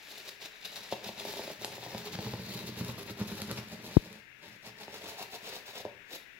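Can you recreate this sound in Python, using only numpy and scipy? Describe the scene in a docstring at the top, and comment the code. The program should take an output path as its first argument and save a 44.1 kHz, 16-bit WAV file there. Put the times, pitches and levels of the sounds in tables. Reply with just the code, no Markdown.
"""On a table in a small room, a utility knife cuts corrugated cardboard along a straight edge, left to right.
The blade surges through flute after flute: snapping fibres ring the steel, crackle, and rasp the cut strip.
Knocks and tears shake modes of the sheet, which drums in mid-span; liner cracks and guide ticks are filtered
impulses. Decaying noise gives the room's answer; bumps push the left microphone, which hisses more than the right."""
import sys
import numpy as np
from scipy import signal
from scipy.fft import rfft, irfft
from scipy.io import wavfile
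from scipy.ndimage import map_coordinates

SR = 44100
rng = np.random.default_rng(int(sys.argv[2]) if len(sys.argv) > 2 else 0)


def dump_mix(stems):
    """Bounce the given channels to the path in sys.argv[1] as a 16-bit WAV at rate SR."""
    frames = np.atleast_2d(stems).T  # one column per channel
    limited = np.clip(frames, -1, 1)  # hard clip at full scale
    pcm = np.round(limited * 32767).astype(np.int16)
    wavfile.write(sys.argv[1], SR, pcm)


N = 281799
TIME = np.arange(N) / SR

# surges through a flute or a run of flutes: peak_s, level_db (before the surge trim), length_s
FLUTE_SURGES = [(0.12, -43, 0.014), (0.277, -44.5, 0.038), (0.288, -39.5, 0.011), (0.423, -43.5, 0.022),
                (0.454, -40, 0.024), (0.655, -38, 0.014), (0.768, -39, 0.018), (0.927, -36.5, 0.019),
                (1.063, -40.5, 0.048), (1.2, -40, 0.044), (1.281, -39.5, 0.042), (1.378, -42.5, 0.15),
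                (1.503, -43.5, 0.064), (1.631, -39, 0.03), (1.742, -42, 0.051), (1.842, -42, 0.046),
                (1.952, -45, 0.12), (2.068, -41.5, 0.033), (2.142, -38.5, 0.024), (2.232, -45, 0.072),
                (2.31, -48, 0.047), (2.54, -44.5, 0.085), (2.599, -44, 0.028), (2.683, -39.5, 0.019),
                (2.789, -42.5, 0.049), (2.88, -44, 0.093), (2.999, -43, 0.053), (3.095, -42.5, 0.045),
                (3.211, -42, 0.048), (3.306, -43, 0.058), (3.388, -43.5, 0.07), (3.505, -43.5, 0.045),
                (3.583, -39.5, 0.028), (3.725, -43, 0.031), (3.864, -44, 0.037), (3.93, -47, 0.074),
                (4.064, -51.5, 0.025), (4.44, -53.5, 0.021), (4.463, -51, 0.067), (4.538, -54.5, 0.051),
                (4.671, -44.5, 0.042), (4.817, -44, 0.049), (4.948, -45, 0.061), (5.075, -44.5, 0.11),
                (5.207, -41, 0.052), (5.345, -41, 0.036), (5.472, -42, 0.06), (5.547, -41.5, 0.073),
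                (5.692, -43.5, 0.041), (5.761, -42, 0.034), (5.796, -43.5, 0.034), (6.138, -44, 0.054)]
# the hand's steady pull between surges; it pauses after 4.2 s and stops near the end:
# time_s, level_db (before the drag trim)
HAND_DRAG = [(0, -50), (.19, -45), (.37, -57), (.57, -52), (.8, -43), (1, -49), (1.38, -48), (1.58, -52),
             (2.48, -43.5), (3.1, -60), (3.45, -50), (4.16, -51), (4.26, -76.5), (4.95, -55.5), (5.82, -58),
             (5.95, -71)]
# blade resonance and thin-edge ring, shifting with grip and depth:
# time_s, pitch_hz (before the wobble), ring_db, edge_db (before the flicker)
BLADE_RING = [(0, 3560, -5, 7), (.45, 3740, 2.5, -15), (.68, 3750, 8, 7), (.8, 3680, -6, -6),
              (1.15, 3600, -1, 2), (1.6, 3520, -33, -1), (2.2, 4450, -4, -12), (2.6, 4150, 3, 2),
              (3.0, 4030, -27, 4.5), (3.5, 4900, -3, -1), (4.7, 4080, -22, 5), (5.7, 3520, 0, -8),
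              (6.1, 3640, -1, 6)]
# the blade breaks through and knocks the sheet: start_s, clack_db, boom_db (both before the modes ring)
SHEET_KNOCKS = [(0.9249, -21.5, -31.5), (1.064, -44, -41.5), (1.091, -32.5, -41), (1.177, -51, -42),
                (1.208, -38, -55), (1.2523, -31.5, -54), (1.268, -45, -50), (1.338, -37, -44),
                (1.369, -37, -47), (1.394, -30, -46), (1.478, -33.5, -51), (1.502, -35, -47),
                (1.6154, -39.5, -49), (1.6461, -31, -51), (1.679, -39, -57), (1.781, -37, -47),
                (1.83, -40.5, -49), (1.864, -36.5, -39), (1.948, -29.5, -28), (2.152, -37, -28),
                (2.1891, -30.5, -24.5), (2.2662, -32, -25), (2.3375, -30, -25), (2.395, -37, -31),
                (2.555, -49, -31), (2.64, -40, -32), (2.688, -44, -31), (2.72, -44, -33), (2.783, -46, -35),
                (2.81, -33, -20.5), (2.891, -39, -29), (2.982, -39.5, -49), (3.108, -51, -30),
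                (3.2069, -37, -52), (3.2133, -37.5, -21), (3.323, -41, -27), (3.4, -43, -33),
                (3.42, -38.5, -28.5), (3.4972, -40, -43), (3.506, -39, -43), (3.512, -35, -51),
                (3.521, -46, -30.5), (3.586, -36.5, -28.5), (4.881, -34.5, -44), (4.942, -42, -58),
                (5.852, -27, -41), (5.862, -42, -42)]
# the blade ticks against the straight edge: start_s, level_db (before the tick trim and colour)
GUIDE_TICKS = [(0.653, -48), (1.092, -27), (1.338, -25), (1.647, -12), (1.981, -22), (2.848, -23.5),
               (3.419, -16.5), (3.514, -16), (4.129, -31)]
# bumps on the left microphone: push_s, level_db (before the filters)
MIC_BUMPS = [(3.97, 5.5), (6.349, -51)]
# spectrum of tearing fibres: frequency_hz, relative_db
FIBRE_COLOUR = [(300, -17), (800, 0.5), (1200, -5), (1800, -4.5), (2700, 2), (3150, -1.5), (3800, 3.5),
                (4500, 0.5), (6000, -4), (7200, -5.5), (9000, -16), (10000, -10), (11300, -11),
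                (12800, -10), (15500, -8.5)]
# the sheet's stiff modes: pitch_hz, relative_db, t60_s (pitch and level then vary from place to place)
STIFF_MODES = [(429.7, 2, 0.076), (592, 3.5, 0.023), (669, 5, 0.015), (892, -5.5, 0.019), (923, -7, 0.071)]
# slow drumming modes and their overtones: pitch_hz, relative_db, t60_s (varied in the same way)
SLOW_MODES = [(124.3, -10, 0.26), (185, -7.5, 0.088), (211.4, 2, 0.073), (305, -6.5, 0.06), (418, -7, 0.11),
              (980, -9.5, 0.019), (1250, -12, 0.011)]
# spectrum of microphone hiss: frequency_hz, left_relative_db, right_relative_db
HISS_COLOUR = [(40, -15, -19), (200, -14, -16), (450, -13, -17), (800, -19, -22), (1200, -15, -24),
               (1700, -2, -26), (2750, -4, -29), (3150, -15, -30), (3500, -13, -29), (4600, -24, -29),
               (5900, -24, -34), (9000, -37, -39), (15000, -31, -35)]
# overall hiss, a little stronger toward the end: time_s, level_db
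HISS_OVER_TIME = [(0, -54.5), (4.3, -55), (6.1, -53.5)]
# how much louder the left microphone hears the table: frequency_hz, left_over_right_db
EAR_BALANCE = [(400, -0.5), (700, 1), (1300, 3.5), (2400, 5), (4400, 4.5), (6000, -1.5), (8100, -6),
               (15000, 0)]
# decay and stereo likeness of the room: frequency_hz, t60_s, likeness (1 is identical)
ROOM_DECAY = [(133, 1, 1), (301.5, 0.57, 0.71), (687, 0.29, 0.75), (1550, 0.67, 0.18), (3930, 0.35, 0.41),
              (13950, 0.28, 0.093)]
# how deep the blade sits, heard as rasp of the sheet: time_s, rasp_db (before the rasp trim)
BLADE_DEPTH = [(.45, -7.5), (.8, -8.5), (1.2, -5), (1.6, -7), (2.2, -1), (2.8, -1), (3.3, 1.5), (4.5, -4),
               (5, 0), (5.7, -5), (6.2, -14)]
# the strip's resonance shifts as it bends and comes free: time_s, pitch_hz, level_db (relative to the force)
STRIP_RASP = [(.1, 460, -17), (.7, 482, -19.5), (.95, 630, -14), (1.5, 626, -13.5), (2.0, 680, -11.5),
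              (2.35, 850, -25), (2.8, 1000, -17), (3.2, 1296, -12.5), (3.52, 1350, -30), (3.62, 900, -19),
              (3.72, 640, -9), (3.9, 640, -13), (4.45, 433, -9.5), (4.82, 800, -9), (5.0, 600, -10),
              (5.2, 800, -5.5), (5.35, 820, -11), (5.5, 460, -9.5), (5.78, 540, -5), (6.15, 450, -4)]

# drumming where the sheet lies flat and where it lies hollow, before the drum trim
FLAT_DB, HOLLOW_DB = -17, 6
# deepest part of the hollow, time to get there and to leave, steepness of its edges
HOLLOW_AT_S, HOLLOW_IN_S, HOLLOW_OUT_S, HOLLOW_EDGE = 2.84, 1.7, 2.28, 2.7
# share of a surge's length spent rising, then how abruptly it bites and lets go (1 fades, 2 is a bell)
RISE_SHARE, BITE_POWER, RELEASE_POWER = 0.5, 1.7, 2.55
# rasp follows the force, drumming evens it out, blade and strip ring mostly under pressure
RASP_POWER, DRUM_POWER, RING_POWER = 1, 0.75, 1.6
BAND_LIMIT_HZ = 15850


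def amp(db):
    """Decibels to gain."""
    return 10 ** (np.asarray(db) / 20)


def evened(x):
    """Scales to an rms of 1."""
    return x / np.sqrt(np.mean(x ** 2) + 1e-20)


def curves(rows):
    """Draws each column of a timed table as a curve over the scene."""
    s, *columns = np.transpose(rows)
    return [np.interp(TIME, s, c) for c in columns]


def spectra(rows, hz):
    """Draws each column of a frequency table on a logarithmic frequency axis."""
    f, *columns = np.transpose(rows)
    return [np.interp(np.log(hz + 1), np.log(f), c) for c in columns]


def through(x, response):
    """Convolves and keeps the scene's length."""
    return signal.oaconvolve(x, response)[:N]


def causal(rows, size=2048):
    """Minimum-phase response of unit energy: the spectrum's shape with the promptest attack."""
    hz = abs(np.fft.fftfreq(size, 1 / SR))
    log_gain = np.log(amp(spectra(rows, hz)[0]))
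    minimum_phase = np.exp(signal.hilbert(log_gain).conj())
    response = np.fft.ifft(minimum_phase).real[:size // 2]
    return response / np.linalg.norm(response)


def blows(times, db):
    """One impulse at each time."""
    out = np.zeros(N)
    at = np.clip(np.round(times * SR).astype(int), 0, N - 1)
    out[at] = amp(db)
    return out


def wander(hz):
    """Smooth random motion of rms 1, mostly slower than hz."""
    rolloff = 1 + (np.fft.rfftfreq(N, 1 / SR) / hz) ** 4
    return evened(irfft(rfft(rng.standard_normal(N)) / rolloff, N))


def snaps(per_s, spread_db, largest=4):
    """Random clicks of either sign, mostly small, with an rms of 1."""
    size = amp(spread_db * np.minimum(rng.exponential(1, N), largest))
    sign = rng.choice([-1, 1], N)
    happens = rng.random(N) < per_s / SR
    return evened(size * sign * happens)


def resonate(x, hz, width):
    """A resonance of gain 1, width in Hz, that follows the pitch curve hz."""
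    turn = np.exp(2j * np.pi * np.cumsum(hz) / SR)
    r = np.exp(-np.pi * width / SR)
    # shift the pitch to zero, smooth there, shift back
    smoothed = signal.lfilter([1 - r], [1, -r], x / turn)
    return 2 * (turn * smoothed).real


def along(x, responses):
    """Fades the sound from each response into the next as the knife travels."""
    place = np.linspace(0, len(responses) - 1, N)
    out = np.zeros(N + len(responses[0]))
    for k, response in enumerate(responses):
        near = np.flatnonzero(abs(place - k) < 1)
        fade = np.cos(np.pi / 2 * (place[near] - k))
        part = signal.fftconvolve(x[near] * fade, response)
        out[near[0]:near[0] + len(part)] += part
    return out[:N]


def surge(t, length):
    """Power of one surge as the blade bites and lets go, peaking at t = 0."""
    rise = np.maximum(-t, 0) / (length * RISE_SHARE)
    fall = np.maximum(t, 0) / (length * (1 - RISE_SHARE))
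    return np.exp(-np.minimum(rise ** BITE_POWER + fall ** RELEASE_POWER, 20))


def cutting_force(judder_db=1.5, judder_hz=90, surge_db=-1.59, drag_db=-3.54):
    """Adds the powers of drag and surges; random judder stands for stick and slip all the way."""
    t = np.linspace(0, N / SR, 4000)
    power = sum(amp(db + surge_db) ** 2 * surge(t - s, length) for s, db, length in FLUTE_SURGES)
    surges = np.interp(TIME, t, power)
    drag = amp(curves(HAND_DRAG)[0] + drag_db)
    judder = evened(amp(judder_db * wander(judder_hz)))
    return np.sqrt(drag ** 2 + surges) * judder


def swell(force, power):
    """The force with its contrast raised to a power, at the same rms."""
    return evened(force ** power) * np.sqrt(np.mean(force ** 2))


def blade(fibres, force, coarse_db, wobble, split_hz=2800, edge_hz=11400, edge_width_hz=600, edge_flicker=1.0):
    """Fibres, now coarser and now finer, ring the wobbling blade and, much higher, its thin edge."""
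    scrape = through(fibres, causal(FIBRE_COLOUR))
    low = signal.lfilter(*signal.butter(1, split_hz, fs=SR), scrape)
    scrape = low * amp(coarse_db) + (scrape - low) * amp(-coarse_db)
    pressed = scrape * swell(force, RING_POWER)
    hz, ring_db, edge_db = curves(BLADE_RING)
    body = amp(ring_db) * resonate(pressed, hz * wobble, width=330)
    edge = resonate(pressed, np.full(N, edge_hz), edge_width_hz)
    return scrape * force + body + amp(edge_db - edge_flicker * coarse_db) * edge


def crackle(force, crackle_db=-9, low_hz=1700, high_hz=5600, count=14, ring_s=.0011):
    """Stouter fibres snap one by one, each with a brief ping at one of several pitches."""
    tears = snaps(per_s=550, spread_db=2.6)
    t = np.arange(512) / SR
    which = rng.integers(0, count, N)
    pings = np.zeros(N)
    for k, hz in enumerate(np.geomspace(low_hz, high_hz, count)):
        ping = np.exp(-t / ring_s) * np.sin(2 * np.pi * hz * t)
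        pings += through(tears * (which == k), ping)
    return amp(crackle_db) * force * evened(pings)


def strip(force, knock_db=29, width_hz=380):
    """Coarse tears and the knocks ring the strip being cut off at one broad, shifting resonance."""
    hz, db = curves(STRIP_RASP)
    s, clack, _ = np.transpose(SHEET_KNOCKS)

    def bend(x):
        return resonate(resonate(x, hz, width_hz), hz, width_hz)

    rasp = evened(bend(snaps(per_s=550, spread_db=2)))
    knocks = bend(blows(s, clack + knock_db))
    return amp(db) * swell(force, RING_POWER) * rasp - knocks


def drumming_db(s):
    """How readily the sheet drums under the blade at time s: most over the hollow in mid-span."""
    away = abs(s - HOLLOW_AT_S) / np.where(s < HOLLOW_AT_S, HOLLOW_IN_S, HOLLOW_OUT_S)
    return FLAT_DB + (HOLLOW_DB - FLAT_DB) * np.exp(-away ** HOLLOW_EDGE)


def ring(modes, stiffness, size=8192):
    """Dying modes after one blow, with a peak of 1; each place on the sheet sounds a little different."""
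    t = np.arange(size) / SR
    chance = rng.uniform([-2, .97], [2, 1.03], (len(modes), 2))  # level in dB, pitch ratio
    response = np.zeros(size)
    for (hz, db, t60), (uneven_db, shift) in zip(modes, chance):
        decay = np.exp(-np.log(1000) * t / t60)
        response += amp(db + uneven_db) * decay * np.sin(2 * np.pi * hz * stiffness * shift * t)
    return response / abs(response).max()


def shake(modes, tears, knocks, contact_s, slack, count=22):
    """Tears and soft knocks ring one set of modes, whose pitch sinks by the share slack in mid-span."""
    rings = [ring(modes, 1 - slack * np.sin(place) ** 4) for place in np.linspace(0, np.pi, count)]
    u = np.arange(len(rings[0])) / SR / contact_s
    contact = u * np.exp(-np.minimum(u, 60))
    soft_knocks = through(knocks, contact / contact.sum())
    return along(tears / np.linalg.norm(rings, axis=1).mean() - soft_knocks, rings)


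def sheet(force, rasp_db=-7.0, drum_db=-7.0, rasp_low_hz=250, drum_low_hz=88):
    """Coarser tears and the knocks shake the cardboard, which drums where it lies hollow."""
    rasp = swell(force, RASP_POWER) * amp(curves(BLADE_DEPTH)[0] + rasp_db)
    drum = swell(force, DRUM_POWER) * amp(drumming_db(TIME) + drum_db)
    s, clack, boom = np.transpose(SHEET_KNOCKS)
    rasp_tears = rasp * snaps(per_s=600, spread_db=2.0)
    drum_tears = drum * snaps(per_s=600, spread_db=5.0)
    stiff = shake(STIFF_MODES, rasp_tears, blows(s, clack), contact_s=0.0001, slack=0.055)
    slow = shake(SLOW_MODES, drum_tears, blows(s, boom), contact_s=0.00038, slack=0)
    # a small sheet radiates its lowest motion poorly
    return (signal.lfilter(*signal.butter(3, rasp_low_hz, "high", fs=SR), stiff)
            + signal.lfilter(*signal.butter(3, drum_low_hz, "high", fs=SR), slow))


def reflections(wet_db, bass_wet_db, first_s=.003, size=16384):
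    """A dense decaying noise tail from table and walls, most alike in both microphones in the bass."""
    hz, t, (a, b) = signal.stft(rng.standard_normal((2, size)), SR, nperseg=256)
    t60, same = (c[:, None] for c in spectra(ROOM_DECAY, hz))
    same = np.clip(same, -1, 1)
    wet = amp(spectra([(250, bass_wet_db), (1200, wet_db)], hz)[0])[:, None]
    rate = np.log(1000) / t60
    pair = np.array([a, same * a + np.sqrt(1 - same ** 2) * b])
    decaying = pair * wet * np.sqrt(2 * rate / SR) * np.exp(-rate * t)
    tail = signal.istft(decaying, SR, nperseg=256)[1]
    return np.pad(tail, ((0, 0), (round(first_s * SR), 0)))


def room(x, wet_db=-3.0, bass_wet_db=-8, count=24):
    """The reflections change as the knife moves along the table."""
    tails = np.array([reflections(wet_db, bass_wet_db) for _ in range(count)])
    return np.array([along(x, tails[:, ear]) for ear in range(2)])


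def hiss():
    """Independent coloured noise of the two microphones."""
    gain = amp(spectra(HISS_COLOUR, np.fft.rfftfreq(N, 1 / SR)))
    noise = irfft(rfft(rng.standard_normal((2, N))) * gain, N)
    return amp(curves(HISS_OVER_TIME)[0]) * evened(noise)


def ticks(tick_db=3):
    """Bright, dry clicks of steel on the guide, as impulses through one colour."""
    # frequency_hz, relative_db
    colour = causal([(120, -27), (600, 24), (1400, 17.5), (4000, 25.5), (9000, 15), (12000, 19.5), (15500, 0)])
    return amp(tick_db) * through(blows(*np.transpose(GUIDE_TICKS)), colour)


def cracks(crack_db=14, hollow_share=0.49):
    """Each knock opens with the dry crack of the paper liner giving way, favoured over the hollow."""
    s, clack, _ = np.transpose(SHEET_KNOCKS)
    # frequency_hz, relative_db
    colour = causal([(50, -42), (170, -17), (500, 3), (1000, -8.5), (1500, -6.5), (2600, -14.5),
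                     (5000, -14), (12000, -43)])
    level_db = clack + crack_db + hollow_share * (drumming_db(s) - HOLLOW_DB)
    return -through(blows(s, level_db), colour)


def bumps(rise_s=0.00058, fall_s=0.0013, sag_s=0.002, sag=0.35, rebound_s=0.0049, rebound=0.21,
          low_hz=36, soft_hz=1120):
    """A soft push on the left diaphragm inside a slower suction, then a rebound; no room is heard."""
    def bell(u):
        return np.exp(-np.minimum(u ** 2, 20))

    out = np.zeros(N)
    for s, db in MIC_BUMPS:
        t = TIME - s
        push = bell(t / np.where(t < 0, rise_s, fall_s))
        suction = bell(t / sag_s)
        back = bell((t - rebound_s) / fall_s)
        out += amp(db) * (push - sag * suction - rebound * back)
    # the casing muffles the push, and the microphone passes no steady pressure
    out = signal.oaconvolve(out, signal.firwin(301, soft_hz, fs=SR), "same")
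    left = signal.lfilter(*signal.butter(2, low_hz, "high", fs=SR), out)
    return np.array([left, np.zeros(N)])


def scene(straight_db=-6.0, scattered_db=-6.5, grain_db=2.3, wobble_share=0.023):
    """The knife moves to the right, so its sound reaches the left microphone later and later."""
    force = cutting_force()
    coarse_db = grain_db * wander(hz=39.3)
    wobble = 1 + wobble_share * wander(hz=8.1)
    straight = amp(straight_db) * blade(snaps(per_s=2000, spread_db=0.5), force, coarse_db, wobble)
    direct = straight + crackle(force) + strip(force) + sheet(force) + ticks() + cracks()
    lag_s = curves([(0, 0.000021), (6.4, .00014)])[0]
    left = map_coordinates(direct, [(TIME - lag_s) * SR], order=3)
    # hand, guide and table top scatter the scrape: each microphone gets its own finer grain
    grains = [blade(snaps(per_s=9000, spread_db=5), force, coarse_db, wobble) for ear in range(2)]
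    heard = np.array([left, direct]) + amp(scattered_db) * np.array(grains) + room(direct)
    lean = amp(spectra(EAR_BALANCE, np.fft.rfftfreq(N, 1 / SR))[0])
    # left-right balance at constant total power
    ears = np.array([lean, np.ones_like(lean)]) * np.sqrt(2 / (1 + lean ** 2))
    return irfft(rfft(heard) * ears, N) + hiss() + bumps()


def record(dry, knee=7, ceiling=.97):
    """Rounds off peaks just under full scale, then limits the band."""
    rounded = dry / (1 + abs(dry / ceiling) ** knee) ** (1 / knee)
    lowpass = signal.firwin(511, BAND_LIMIT_HZ, window=("kaiser", 9), fs=SR)
    return signal.oaconvolve(rounded, lowpass[None], "same")


dry = scene()
out = record(dry)
dump_mix(out)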